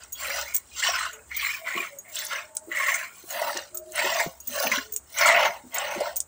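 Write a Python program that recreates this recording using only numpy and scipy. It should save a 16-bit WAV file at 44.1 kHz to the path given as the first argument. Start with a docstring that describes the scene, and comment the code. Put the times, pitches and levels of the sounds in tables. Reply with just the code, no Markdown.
"""Hand milking in an open shelter

A cow is milked by hand into a plastic tub, heard from close by, with soft open air and faint tones far off.
Each jet is noise-driven: random drops strike resonances of wall, froth and thin plastic, plus a fine spray.
Fat drops slap as noise bursts, single drips ring as short notes and the tub gives dull low knocks.
The bangles on the milker's wrists clink: ringing modes with bursts of coloured noise."""
import sys
import numpy as np
from scipy import signal
from scipy.fft import rfft, irfft
from scipy.io import wavfile
from scipy.ndimage import uniform_filter1d

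SR = 44100
rng = np.random.default_rng(int(sys.argv[2]) if len(sys.argv) > 2 else 0)


def unload_audio(sound):
    """Save the sound as a 16-bit wav file, at the path given as the first command line argument."""
    columns = np.transpose(np.atleast_2d(sound))
    # keep every value between -1 and 1, then stretch to whole-number steps
    steps = np.round(np.clip(columns, -1, 1) * 32767)
    wavfile.write(sys.argv[1], SR, steps.astype(np.int16))


N = 276507
TIME = np.arange(N) / SR  # seconds

# Colour of the open air. Each row: frequency in Hz, relative level in dB per Hz.
AIR_COLOUR = [(25, -65), (70, 3), (150, -0.5), (350, -2), (600, -2.5), (1400, -4.5), (3500, -21),
              (5800, -17), (7000, -1.5), (8600, 1), (9400, -15.5), (13600, -26), (15200, -8), (15900, -37)]
AIR_DB = -56.5  # middle level of the air's hiss
# Low hum behind the shelter. Each row: time in seconds, level in dB.
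HUM_LEVEL = [(0.0, -58), (1.5, -59), (1.7, -79), (3.2, -76), (4.3, -63), (6.27, -65)]
# Faint far tones. Each row: start in seconds, end in seconds, frequency in Hz, level in dB.
FAR_TONES = [(1.14, 1.207, 440, -56), (1.62, 1.67, 650, -41.5), (1.925, 1.975, 562.4, -47),
             (2.13, 3.02, 621.8, -53.5), (2.216, 2.625, 887, -57.5), (3.752, 3.995, 629, -46.5),
             (3.734, 3.93, 360, -52.5), (4.805, 4.97, 430.4, -54.5)]

# Resonances of the tub's floor, of its wall, of the air in it, and the thin wall's clearest high rings.
# Each row: frequency in Hz, width in Hz, relative level in dB.
FLOOR_MODES = [(154, 260, -5), (249, 62, 2.5), (360, 19, 0.5), (425, 37, -8)]
WALL_MODES = [(545, 55, -3.5), (569.4, 71, 5), (670, 80, 2.5), (755, 134, -7), (905, 156, -2.5)]
HOLLOW_MODES = [(1085, 80, -0.5), (1186, 430, -7.5), (1446, 103, 1.5), (1770, 213, -5), (2087, 237, -1),
                (2448, 410, -4), (2810, 730, -4.5)]
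WALL_RING_MODES = [(2827, 60, 2), (4150, 104, 1), (6304, 106, 3.5), (7416, 110, 5.5)]
# Dull knocks of the tub. Each row: start in seconds, level in dB before rise and decay, pitch in Hz,
# time to fall by 60 dB in seconds.
TUB_KNOCKS = [(1.751, -31, 345, 0.16), (1.759, -37, 209, 0.11), (1.793, -33, 357, 0.12),
              (2.672, -32, 335, 0.14), (3.237, -38, 349, 0.06), (3.549, -28.5, 343, 0.12),
              (4.042, -27, 373, 0.13), (4.263, 0, 395, 0.01), (4.268, -20.5, 170, 0.049),
              (4.48, -42, 248.2, 0.27), (4.649, -30, 264, 0.19), (4.713, -29, 224, 0.096),
              (4.775, -26.5, 270, 0.083), (5.637, -40.5, 252, 0.24), (5.96, -27.5, 347, 0.11),
              (5.976, -24, 219, 0.031), (6.011, -26, 425, 0.049)]

# Touches of the bangles. Each row: start in seconds, then levels in dB of the clear ring,
# the hard clack and the high tinkle.
BANGLE_TOUCHES = [(0.121, -39, -42, -28), (0.1282, -27, -27, -31), (0.538, -37, -32, -32.5),
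                  (0.545, -25, -19, -12), (0.564, -36, -12, -20), (1.13, -35.5, -38, -47),
                  (1.364, -50, -40, -18.5), (1.986, -29.5, -36, -48), (2.55, -48, -34, -33),
                  (2.568, -46, -12, -49), (3.305, -28.5, -32, -30), (3.745, -39, -36, -24),
                  (3.772, -34, -17.5, -26.5), (3.92, -63, -25.5, -43), (4.402, -34.5, -33, -46),
                  (4.472, -37, -32, -19.5), (4.921, -41, -31, -22.5), (4.9355, -33, -29, -24),
                  (4.962, -27.5, -13, -28), (5.743, -29, -30, -19.5), (6.159, -53, -22, -30),
                  (6.165, -29, -17, -16.5), (6.203, -35, -11, -36)]
# Clear modes of a bangle. Each row: frequency in Hz, relative level in dB, time to fall by 60 dB in seconds.
BANGLE_MODES = [(6710, 0, .085), (12810, -5, .05)]
# Colours of clack and tinkle, with the microphone's own peak near 15 kHz.
# Each row: frequency in Hz, relative level in dB per Hz.
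CLACK_COLOUR = [(2000, -19.5), (4800, -8.5), (6200, 6), (7500, 10.5), (8500, 10.5), (9500, 2), (10600, 1.5),
                (13000, -23), (16000, -10)]
TINKLE_COLOUR = [(10000, -14), (13800, 10), (14500, -5), (15200, 30), (15500, 8), (15900, -25)]
RATTLE_DB = -13  # start of the rattle, relative to the peak of the clack's envelope

# Single bubbles and drips around the spurts. Each row: start in seconds, level in dB before rise and decay,
# pitch in Hz.
DRIPS = [(0.15, -36, 3330), (0.714, -44, 2480), (0.748, -37, 2805), (1.166, -46, 1430), (2.574, -53, 1440),
         (2.797, -24, 1090), (3.025, -38.5, 1050), (3.104, -44, 1400), (3.742, -44, 1287)]
# Fat drops and short gushes on the plastic. Each row: start in seconds, relative level in dB,
# centre of the note in Hz, decay time constant in seconds.
FAT_DROPS = [(0.034, -27.5, 6970, 0.0041), (0.244, -20, 2290, 0.0073), (0.299, -19.5, 2130, 0.0097),
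             (0.384, -18, 1220, 0.0028), (0.411, -18, 6200, .004), (0.824, -12, 1940, 0.0096),
             (0.847, -12, 1690, .004), (0.884, -18.5, 700, 0.012), (0.958, -19, 2830, .005),
             (1.052, -15, 1390, .008), (1.408, -19.5, 3000, 0.022), (2.155, -16.5, 7330, 0.0053),
             (2.166, -19, 3180, 0.0065), (2.189, -17.5, 7300, 0.0024), (2.217, -23, 1930, 0.013),
             (2.249, -15.5, 10300, 0.0045), (2.266, -19.5, 6500, 0.0046), (2.882, -10.5, 2130, 0.018),
             (2.939, -17.5, 7100, 0.017), (3.289, -31, 7500, 0.0058), (3.415, -14, 660, 0.0053),
             (3.492, -19, 1310, .004), (3.573, -12.5, 5760, 0.002), (3.957, -15.5, 8940, 0.0044),
             (3.99, -11, 2190, 0.012), (4.194, -8, 2010, 0.014), (4.637, -16.5, 660, 0.0059),
             (4.669, -11, 2540, .003), (4.716, -8.5, 2140, 0.0065), (4.784, -13, 1680, 0.0021),
             (5.184, -13, 7160, 0.007), (5.231, -10, 2060, 0.0088), (5.257, -11.5, 7040, 0.024),
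             (5.304, -9, 2080, 0.0045), (5.783, -13, 6950, 0.0028), (6.003, -12.5, 620, 0.008)]

# Colours of splash and spray, with the microphone's own peak near 15 kHz.
# Each row: frequency in Hz, relative level in dB per Hz.
SPLASH_COLOUR = [(1800, -23.5), (2900, 1.5), (3900, -0.5), (4800, 2), (6000, 9), (7400, 8), (8500, 1.5),
                 (9800, -23), (12000, -25)]
SPRAY_COLOUR = [(7000, 2), (9300, -13), (11000, -12.5), (12500, -20), (13800, -13), (14600, -1),
                (15300, 8.5), (15600, 2), (15950, -30), (17000, -58)]
# One spurt for each pull on a teat (a few break in two), with weak dribbles between.
# Each row: start of full flow in seconds, time held in seconds, then relative levels in dB at mid-spurt of
# drumming, churning, splash and fine spray, sag in dB per second (each part adds its own),
# seconds until the jet is fully in the froth (negative: it plunges in sooner), the pit's pitch in Hz
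# at mid-spurt and its relative level in dB, treble and crackle of the splash in dB.
TEAT_PULLS = [(0.02, 0.024, -62, -52.5, -55.5, -62, 0, -0.0039, 1410, -30, 5, 2),
              (0.204, 0.07, -45, -34, -40, -40, -13, 0.037, 2140, -11, 2.5, -1),
              (0.315, 0.1, -40.5, -36.5, -38.5, -42.5, 12, -0.018, 1350, -8, 2, 3),
              (0.484, 0.062, -85, -42.5, -49.5, -52, 10, -0.012, 2250, 8, 2.5, 2),
              (0.803, 0.077, -44, -27, -29.5, -41.5, 3, 0.039, 1620, -19, 2.5, -1.5),
              (0.952, 0.13, -49.5, -31.5, -39, -49, 80, 0.003, 1400, -5, 2, 3),
              (1.15, 0.042, -57.5, -55.5, -75, -66, 63, 0.003, 1400, -5, 15, -4),
              (1.355, 0.045, -66, -37, -43.5, -49, 5, -0.039, 2210, 11, -2, 9),
              (1.42, 0.12, -70, -31, -40.5, -41, -7, -0.005, 2240, 1.5, 1, 0),
              (1.691, 0.14, -50.5, -31.5, -46, -46, -10, -0.022, 2160, 1, 7, 4),
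              (2.1, 0.01, -58.5, -53, -59, -58, 2, -0.046, 2180, 4, 11, 4),
              (2.158, 0.1, -58, -44.5, -40, -41, 12, 0.011, 1500, -12, -1, 1),
              (2.322, 0.072, -46.5, -32.5, -44, -51, 57, 0.007, 1690, -2, -2, -7),
              (2.753, 0.2, -46.5, -27.5, -41, -41, -18, -0.02, 2050, 0.5, 9, -3),
              (3.005, 0.044, -58.5, -36.5, -49, -52, 64, 0.003, 2130, 4.5, 7, 5),
              (3.148, 0.059, -69, -55.5, -53.5, -52, -13, 0.005, 2400, 1, 6, -1),
              (3.317, 0.17, -32, -34, -43.5, -39, -4, 0.05, 1390, -16, -0.5, 2),
              (3.539, 0.032, -40.5, -36.5, -39, -70, 3, 0.02, 1430, -12, 0, -1),
              (3.978, 0.23, -31, -30, -36, -38.5, 2, 0.012, 1990, -3.5, 3, 4.5),
              (4.523, 0.13, -34, -34.5, -36.5, -34, -64, 0.034, 2380, -9, -9, -2),
              (4.719, 0.048, -47, -32, -35.5, -65, 29.5, 0.0028, 2340, -11, -7, 1),
              (5.19, 0.27, -23, -19.5, -35.5, -39.5, 26, 0.097, 2157, -4, -7, -1),
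              (5.76, 0.32, -35, -36, -45, -47.5, 15, 0.019, 2110, -29, -1.5, -5)]
# How each part follows a pull: attack in seconds, release time constant in seconds, extra sag in dB per
# second, and level in dB of the thin thread that runs ahead of the jet.
DRUM_SWELL = dict(attack_s=0.06, release_s=.046, sag_db_per_s=-11, thread_db=-29)
CHURN_SWELL = dict(attack_s=0.065, release_s=0.037, sag_db_per_s=16, thread_db=-31)
SPLASH_SWELL = dict(attack_s=0.071, release_s=0.045, sag_db_per_s=-3, thread_db=-8.5)
SPRAY_SWELL = dict(attack_s=0.071, release_s=0.067, sag_db_per_s=2, thread_db=-1)
THREAD_LEAD_S = 0.041  # time constant of the thread's growth
PIT_RISE_HZ_PER_S = 520  # the pit's note climbs while the jet digs into the froth
BRIGHT_FROM_HZ = 6430  # above this, the splash brightens or dulls with the spot that the jet hits
CRACKLE_UP_TO_HZ = 4840  # below this lies its crackle
STOP_FROM_HZ = 16800  # from here up, the sound is cut by at least 60 dB


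def from_db(db):
    """Decibels to gain."""
    return 10 ** (np.asarray(db) / 20)


def rms_one(x):
    """Scale to unit rms."""
    return x / np.sqrt(np.mean(x ** 2) + 1e-20)


def level(rows, fade_s=0.004):
    """Gain along a curve of (s, dB), fading out beyond its ends."""
    rows = np.array(rows)
    outside = np.maximum(0, np.maximum(rows[0, 0] - TIME, TIME - rows[-1, 0]))
    return from_db(np.interp(TIME, rows[:, 0], rows[:, 1])) * np.exp(-outside / fade_s)


def drift(rate):
    """Random line of unit rms with `rate` new values a second, joined by straight slopes."""
    knots = rng.standard_normal(4096)
    return rms_one(np.interp(TIME * rate, np.arange(len(knots)), knots))


def band(x, low_hz, high_hz, order=2):
    """Butterworth band-pass."""
    sos = signal.butter(order, [low_hz, high_hz], "band", fs=SR, output="sos")
    return signal.sosfilt(sos, x + 1e-18)


def split(x, hz):
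    """The parts below and above a frequency."""
    return [signal.sosfilt(signal.butter(3, hz, kind, fs=SR, output="sos"), x) for kind in ("low", "high")]


def colour(x, spectrum):
    """Causal (minimum-phase) filter with the given spectrum, made by folding its cepstrum."""
    hz, db = np.transpose(spectrum)
    size = 4096
    grid = np.arange(size // 2 + 1) * SR / size + 1
    gain = from_db(np.interp(np.log(grid), np.log(hz), db))
    cepstrum = irfft(np.log(gain))
    cepstrum[1:size // 2] *= 2
    cepstrum[size // 2 + 1:] = 0
    response = irfft(np.exp(rfft(cepstrum)))
    return signal.oaconvolve(x, response)[:N]


def resonate(x, hz, width_hz):
    """Two-pole resonance with gain about 1 on top."""
    r = np.exp(-np.pi * width_hz / SR)
    zeros = np.array([1, 0, -1]) * (1 - r * r) / 2
    poles = [1, -2 * r * np.cos(2 * np.pi * hz / SR), r * r]
    return signal.lfilter(zeros, poles, x + 1e-18)


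def outdoors(tone_width_hz=22, hum_hz=66, hum_width_hz=16):
    """Open air as coloured noise, a low hum as resonant noise and faint blurred tones from far off."""
    air = rms_one(colour(rng.standard_normal(N), AIR_COLOUR))
    out = from_db(AIR_DB + drift(24)) * air
    hum = resonate(rng.standard_normal(N), hum_hz, hum_width_hz)
    out += level(HUM_LEVEL) * rms_one(resonate(hum, hum_hz, hum_width_hz))
    for start, end, hz, db in FAR_TONES:
        haze = rms_one(band(rng.standard_normal(N), hz - tone_width_hz, hz + tone_width_hz))
        tone = np.sin(2 * np.pi * hz * TIME) + 0.5 * haze
        out += level([(start, db), (end, db)], fade_s=0.015) * tone
    return out


def shelter(x, t60=0.061, wet_db=-15.5, gap_s=0.0051):
    """Short, thin scatter from the ground, the cow and the roof, as decaying noise after a gap."""
    t = TIME[:SR // 2]
    noise = band(rng.standard_normal(len(t)), 370, 5400, order=1)
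    echoes = noise * from_db(-60 * t / t60) * (t > gap_s)
    return x + from_db(wet_db) * signal.fftconvolve(x, echoes / np.linalg.norm(echoes))[:N]


def knocks(rise_s=0.0048, rough=0.49, slosh_spread=1.32):
    """Soft blows on the tub: one low, quickly damped note each, blurred by the sloshing milk."""
    out = np.zeros(N)
    for s, db, hz, t60 in TUB_KNOCKS:
        start = int(s * SR)
        t = TIME[:N - start][:SR // 3]
        slosh = rms_one(band(rng.standard_normal(len(t)), hz / slosh_spread, hz * slosh_spread))
        note = np.sin(2 * np.pi * hz * t) + rough * slosh
        out[start:start + len(t)] += from_db(db - 60 * t / t60) * (1 - np.exp(-t / rise_s)) * note
    return out


def bangles(clack_s=0.00084, rattle_s=0.012, tinkle_rise_s=0.0013, tinkle_s=0.01, tinkle_body_db=-9,
            ring_rise_s=0.0011):
    """Stacked rings touch: a hard clack with a short rattle, a softer high tinkle, and one ring sounds on."""
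    out, t = np.zeros(N + SR), TIME[:SR // 6]
    strike = t / clack_s * np.exp(1 - t / clack_s) + from_db(RATTLE_DB) * np.exp(-t / rattle_s)
    chatter = (1 - np.exp(-t / tinkle_rise_s)) * np.exp(-t / tinkle_s)
    for s, ring_db, clack_db, tinkle_db in BANGLE_TOUCHES:
        ring = np.zeros(len(t))
        for hz, db, t60 in BANGLE_MODES:
            touched_hz = hz + rng.normal(0, 29)  # each touch is tuned a little differently
            ring += from_db(db - 60 * t / t60) * np.sin(2 * np.pi * touched_hz * t)
        clink = from_db(ring_db) * (1 - np.exp(-t / ring_rise_s)) * ring
        bursts = [(clack_db, CLACK_COLOUR, strike),
                  (tinkle_db, TINKLE_COLOUR, chatter),
                  (tinkle_db + tinkle_body_db, CLACK_COLOUR, chatter)]
        for db, spectrum, shape in bursts:
            touch = colour(rng.standard_normal(len(t)) * shape, spectrum)[:len(t)]
            clink += from_db(db) * touch / np.abs(touch).max()
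        start = int(s * SR)
        out[start:start + len(t)] += clink
    return band(out[:N], 1100, 19845)


def plinks(t60=0.16, rise_s=0.0044, rough=0.31):
    """Bubbles and drips: one short decaying note each, blurred by the moving milk."""
    out, t = np.zeros(N + SR), TIME[:SR // 5]
    for s, db, hz in DRIPS:
        blur = rms_one(resonate(rng.standard_normal(len(t)), hz, hz / 10))
        note = np.sin(2 * np.pi * hz * t) + rough * blur
        start = int(s * SR)
        out[start:start + len(t)] += from_db(db - 60 * t / t60) * (1 - np.exp(-t / rise_s)) * note
    return out[:N]


def slaps(gain_db=-5.0, rise_share=0.16, spread=1.145, crack_db=-9):
    """A fat drop bursts with a broad crackle and a short note; the longer the gush, the softer its start."""
    out, t = np.zeros(N + SR), TIME[:SR // 8]
    for s, db, hz, decay_s in FAT_DROPS:
        shape = (1 - np.exp(-t / (rise_share * decay_s))) * np.exp(-t / decay_s)
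        shower = rng.standard_normal(len(t)) * shape
        note = band(shower, hz / spread, hz * spread)
        crack = band(shower, hz / 2, 8500)
        burst = note / np.abs(note).max() + from_db(crack_db) * crack / np.abs(crack).max()
        start = int(s * SR)
        out[start:start + len(t)] += from_db(db + gain_db) * burst
    return out[:N]


def tub(force, modes, wander_db, wander_rate):
    """The tub's resonances answer side by side; as the jet wanders, each swells and fades on its own."""
    out = np.zeros(N)
    for k, (hz, width_hz, db) in enumerate(modes):
        gain = from_db(db + wander_db * drift(wander_rate))
        out += (-1) ** k * gain * resonate(force, hz, width_hz)  # neighbours with opposite sign
    return out


def tub_floor(drumming, floor_db=-26.0):
    """The floor of the tub shudders under the weight of the jet: low noise through its resonances."""
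    rumble = band(rng.standard_normal(N), 120, 450)
    shudder = rms_one(tub(rumble, FLOOR_MODES, wander_db=4.0, wander_rate=14))
    return from_db(floor_db) * drumming * shudder


def flow(attack_s, release_s, sag_db_per_s, thread_db, in_froth=False):
    """Each squeeze swells, sags or grows, then dies away.

    Deep sounds swell later or sooner than splash and spray, as the jet reaches the froth."""
    swells = []
    for start, held, *_, sag, settle_s, _, _, _, _ in TEAT_PULLS:
        t = TIME - start
        rise_s = max(attack_s + in_froth * settle_s, 1 / SR)
        rise = np.clip((t + attack_s) / rise_s, 0, 1) ** 2
        thread = from_db(thread_db) * np.exp(np.minimum(t, 0) / THREAD_LEAD_S)
        hold_db = -(sag + sag_db_per_s) * (np.clip(t, 0, held) - held / 2)
        release = np.exp(-np.maximum(t - held, 0) / release_s)
        swells.append(np.maximum(rise, thread) * from_db(hold_db) * release)
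    return np.array(swells)


def jets():
    """Strength over time of drumming, churning, splash and spray, the pulls added by power."""
    _, _, drum_db, churn_db, splash_db, spray_db, *_ = np.transpose(TEAT_PULLS)
    parts = [(drum_db, flow(**DRUM_SWELL, in_froth=True)),
             (churn_db, flow(**CHURN_SWELL, in_froth=True)),
             (splash_db, flow(**SPLASH_SWELL)),
             (spray_db, flow(**SPRAY_SWELL))]
    return [np.sqrt(from_db(db) ** 2 @ swell ** 2) for db, swell in parts]


def drops(per_s, spread_db):
    """Random impacts of uneven size and either sign."""
    sizes = from_db(spread_db * np.minimum(rng.exponential(1, N), 4)) * rng.choice([-1, 1], N)
    return sizes * (rng.random(N) < per_s / SR)


def bubbles(low_hz, high_hz, per_s, cycles, count=18):
    """Each bubble rings for some cycles at a pitch set by its size, dealt from `count` sizes."""
    births = drops(per_s, spread_db=5.0)
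    dealt = rng.integers(0, count, N)
    out = np.zeros(N)
    for k, hz in enumerate(np.geomspace(low_hz, high_hz, count)):
        out += resonate(births * (dealt == k), hz, hz / cycles) / np.sqrt(hz)
    return rms_one(out)


def steady(x, window_s=0.037):
    """Unit level over the longer run; the fast grain stays."""
    power = uniform_filter1d(x * x, int(window_s * SR) + 1)
    return x / np.sqrt(np.abs(power) + 0.0019 * np.mean(x * x))


def crowd(low_hz, high_hz, width_hz, count):
    """Many irregularly spaced high modes of equal level: (Hz, width Hz, dB)."""
    places = (np.arange(count) + rng.random(count)) / count
    return [(low_hz + (high_hz - low_hz) * place, width_hz, 0) for place in places]


def pit(force, width_hz=290, wander_hz=55):
    """Each jet digs a pit in the froth, whose note wobbles and rises through the pull."""
    points = []
    for start, held, *_, hz, db, _, _ in TEAT_PULLS:
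        for part in (0, 1):
            points.append((start + part * held, hz + (part - 0.5) * held * PIT_RISE_HZ_PER_S, db))
    s, hz, db = np.transpose(points)
    pitch = np.interp(TIME, s, hz) + wander_hz * drift(20)
    turn = np.exp(2j * np.pi * np.cumsum(pitch) / SR)
    # shift the pitch down to zero, low-pass, shift back: a band-pass that follows the pitch
    lowpass = signal.butter(2, width_hz / 2, fs=SR, output="sos")
    note = signal.sosfilt(lowpass, force / turn) * turn
    return from_db(np.interp(TIME, s, db)) * rms_one(note.real)


def brighten(x):
    """Each spurt lands on another spot, which gives its splash more or less treble and crackle."""
    points = [(at, treble, crackle) for start, held, *_, treble, crackle in TEAT_PULLS
              for at in (start, start + held)]
    s, treble_db, crackle_db = np.transpose(points)
    low, high = split(x, BRIGHT_FROM_HZ)
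    low, middle = split(low, CRACKLE_UP_TO_HZ)
    return from_db(np.interp(TIME, s, crackle_db)) * low + middle + from_db(np.interp(TIME, s, treble_db)) * high


def milk(drumming, churning, splashing, spraying, sputter_db=1.2, spray_sputter_db=1.5, surge_db=1.4,
         splash_gain_db=2.0):
    """The jet arrives in uneven slugs of drops, which drive wall, froth and spray together."""
    surge = from_db(surge_db * drift(28))
    slugs = from_db(sputter_db * drift(130))
    spurts = slugs * from_db(spray_sputter_db * drift(70))
    # heavy drops drum on the wall
    heavy = slugs * drops(1200, spread_db=1.5)
    drum = band(tub(heavy, WALL_MODES, wander_db=5.0, wander_rate=14), 490, 1170, order=3)
    # drops and bubbles in the froth sound the hollow of the tub and the jet's own pit
    froth_bubbles = bubbles(980, 2900, per_s=700, cycles=34)
    froth = slugs * (rms_one(drops(3600, spread_db=2.0)) + 0.45 * froth_bubbles)
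    hollow = band(tub(froth, HOLLOW_MODES, wander_db=2.5, wander_rate=14), 480, 4800)
    churn = rms_one(hollow) + pit(froth)
    # small drops patter on the thin plastic
    fizz_bubbles = bubbles(2600, 8800, per_s=900, cycles=35)
    fizz = spurts * (rms_one(drops(3600, spread_db=4.3)) + 0.45 * fizz_bubbles)
    plastic = crowd(2640, 9472, width_hz=114, count=44) + WALL_RING_MODES
    patter = tub(fizz, plastic, wander_db=5.0, wander_rate=22)
    splash = brighten(colour(patter, SPLASH_COLOUR))
    # the finest drops hiss
    mist = spurts * drops(5000, spread_db=4.5)
    hiss_modes = crowd(8450, 16300, width_hz=410, count=20)
    spray = colour(tub(mist, hiss_modes, wander_db=5.0, wander_rate=25), SPRAY_COLOUR)
    deep = drumming * steady(drum) + churning * steady(churn)
    high = from_db(splash_gain_db) * splashing * steady(splash) + spraying * steady(spray)
    return surge * (deep + high)


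def scene():
    """Milking close by, the yard behind."""
    drumming, churning, splashing, spraying = jets()
    near = knocks() + bangles() + plinks() + slaps() + tub_floor(drumming)
    near += milk(drumming, churning, splashing, spraying)
    return (outdoors() + shelter(near))[None]


def record(dry):
    """The top is cut steeply by a low-pass."""
    return signal.sosfilt(signal.cheby2(16, 60, STOP_FROM_HZ, fs=SR, output="sos"), dry)


dry = scene()
out = record(dry)
unload_audio(out)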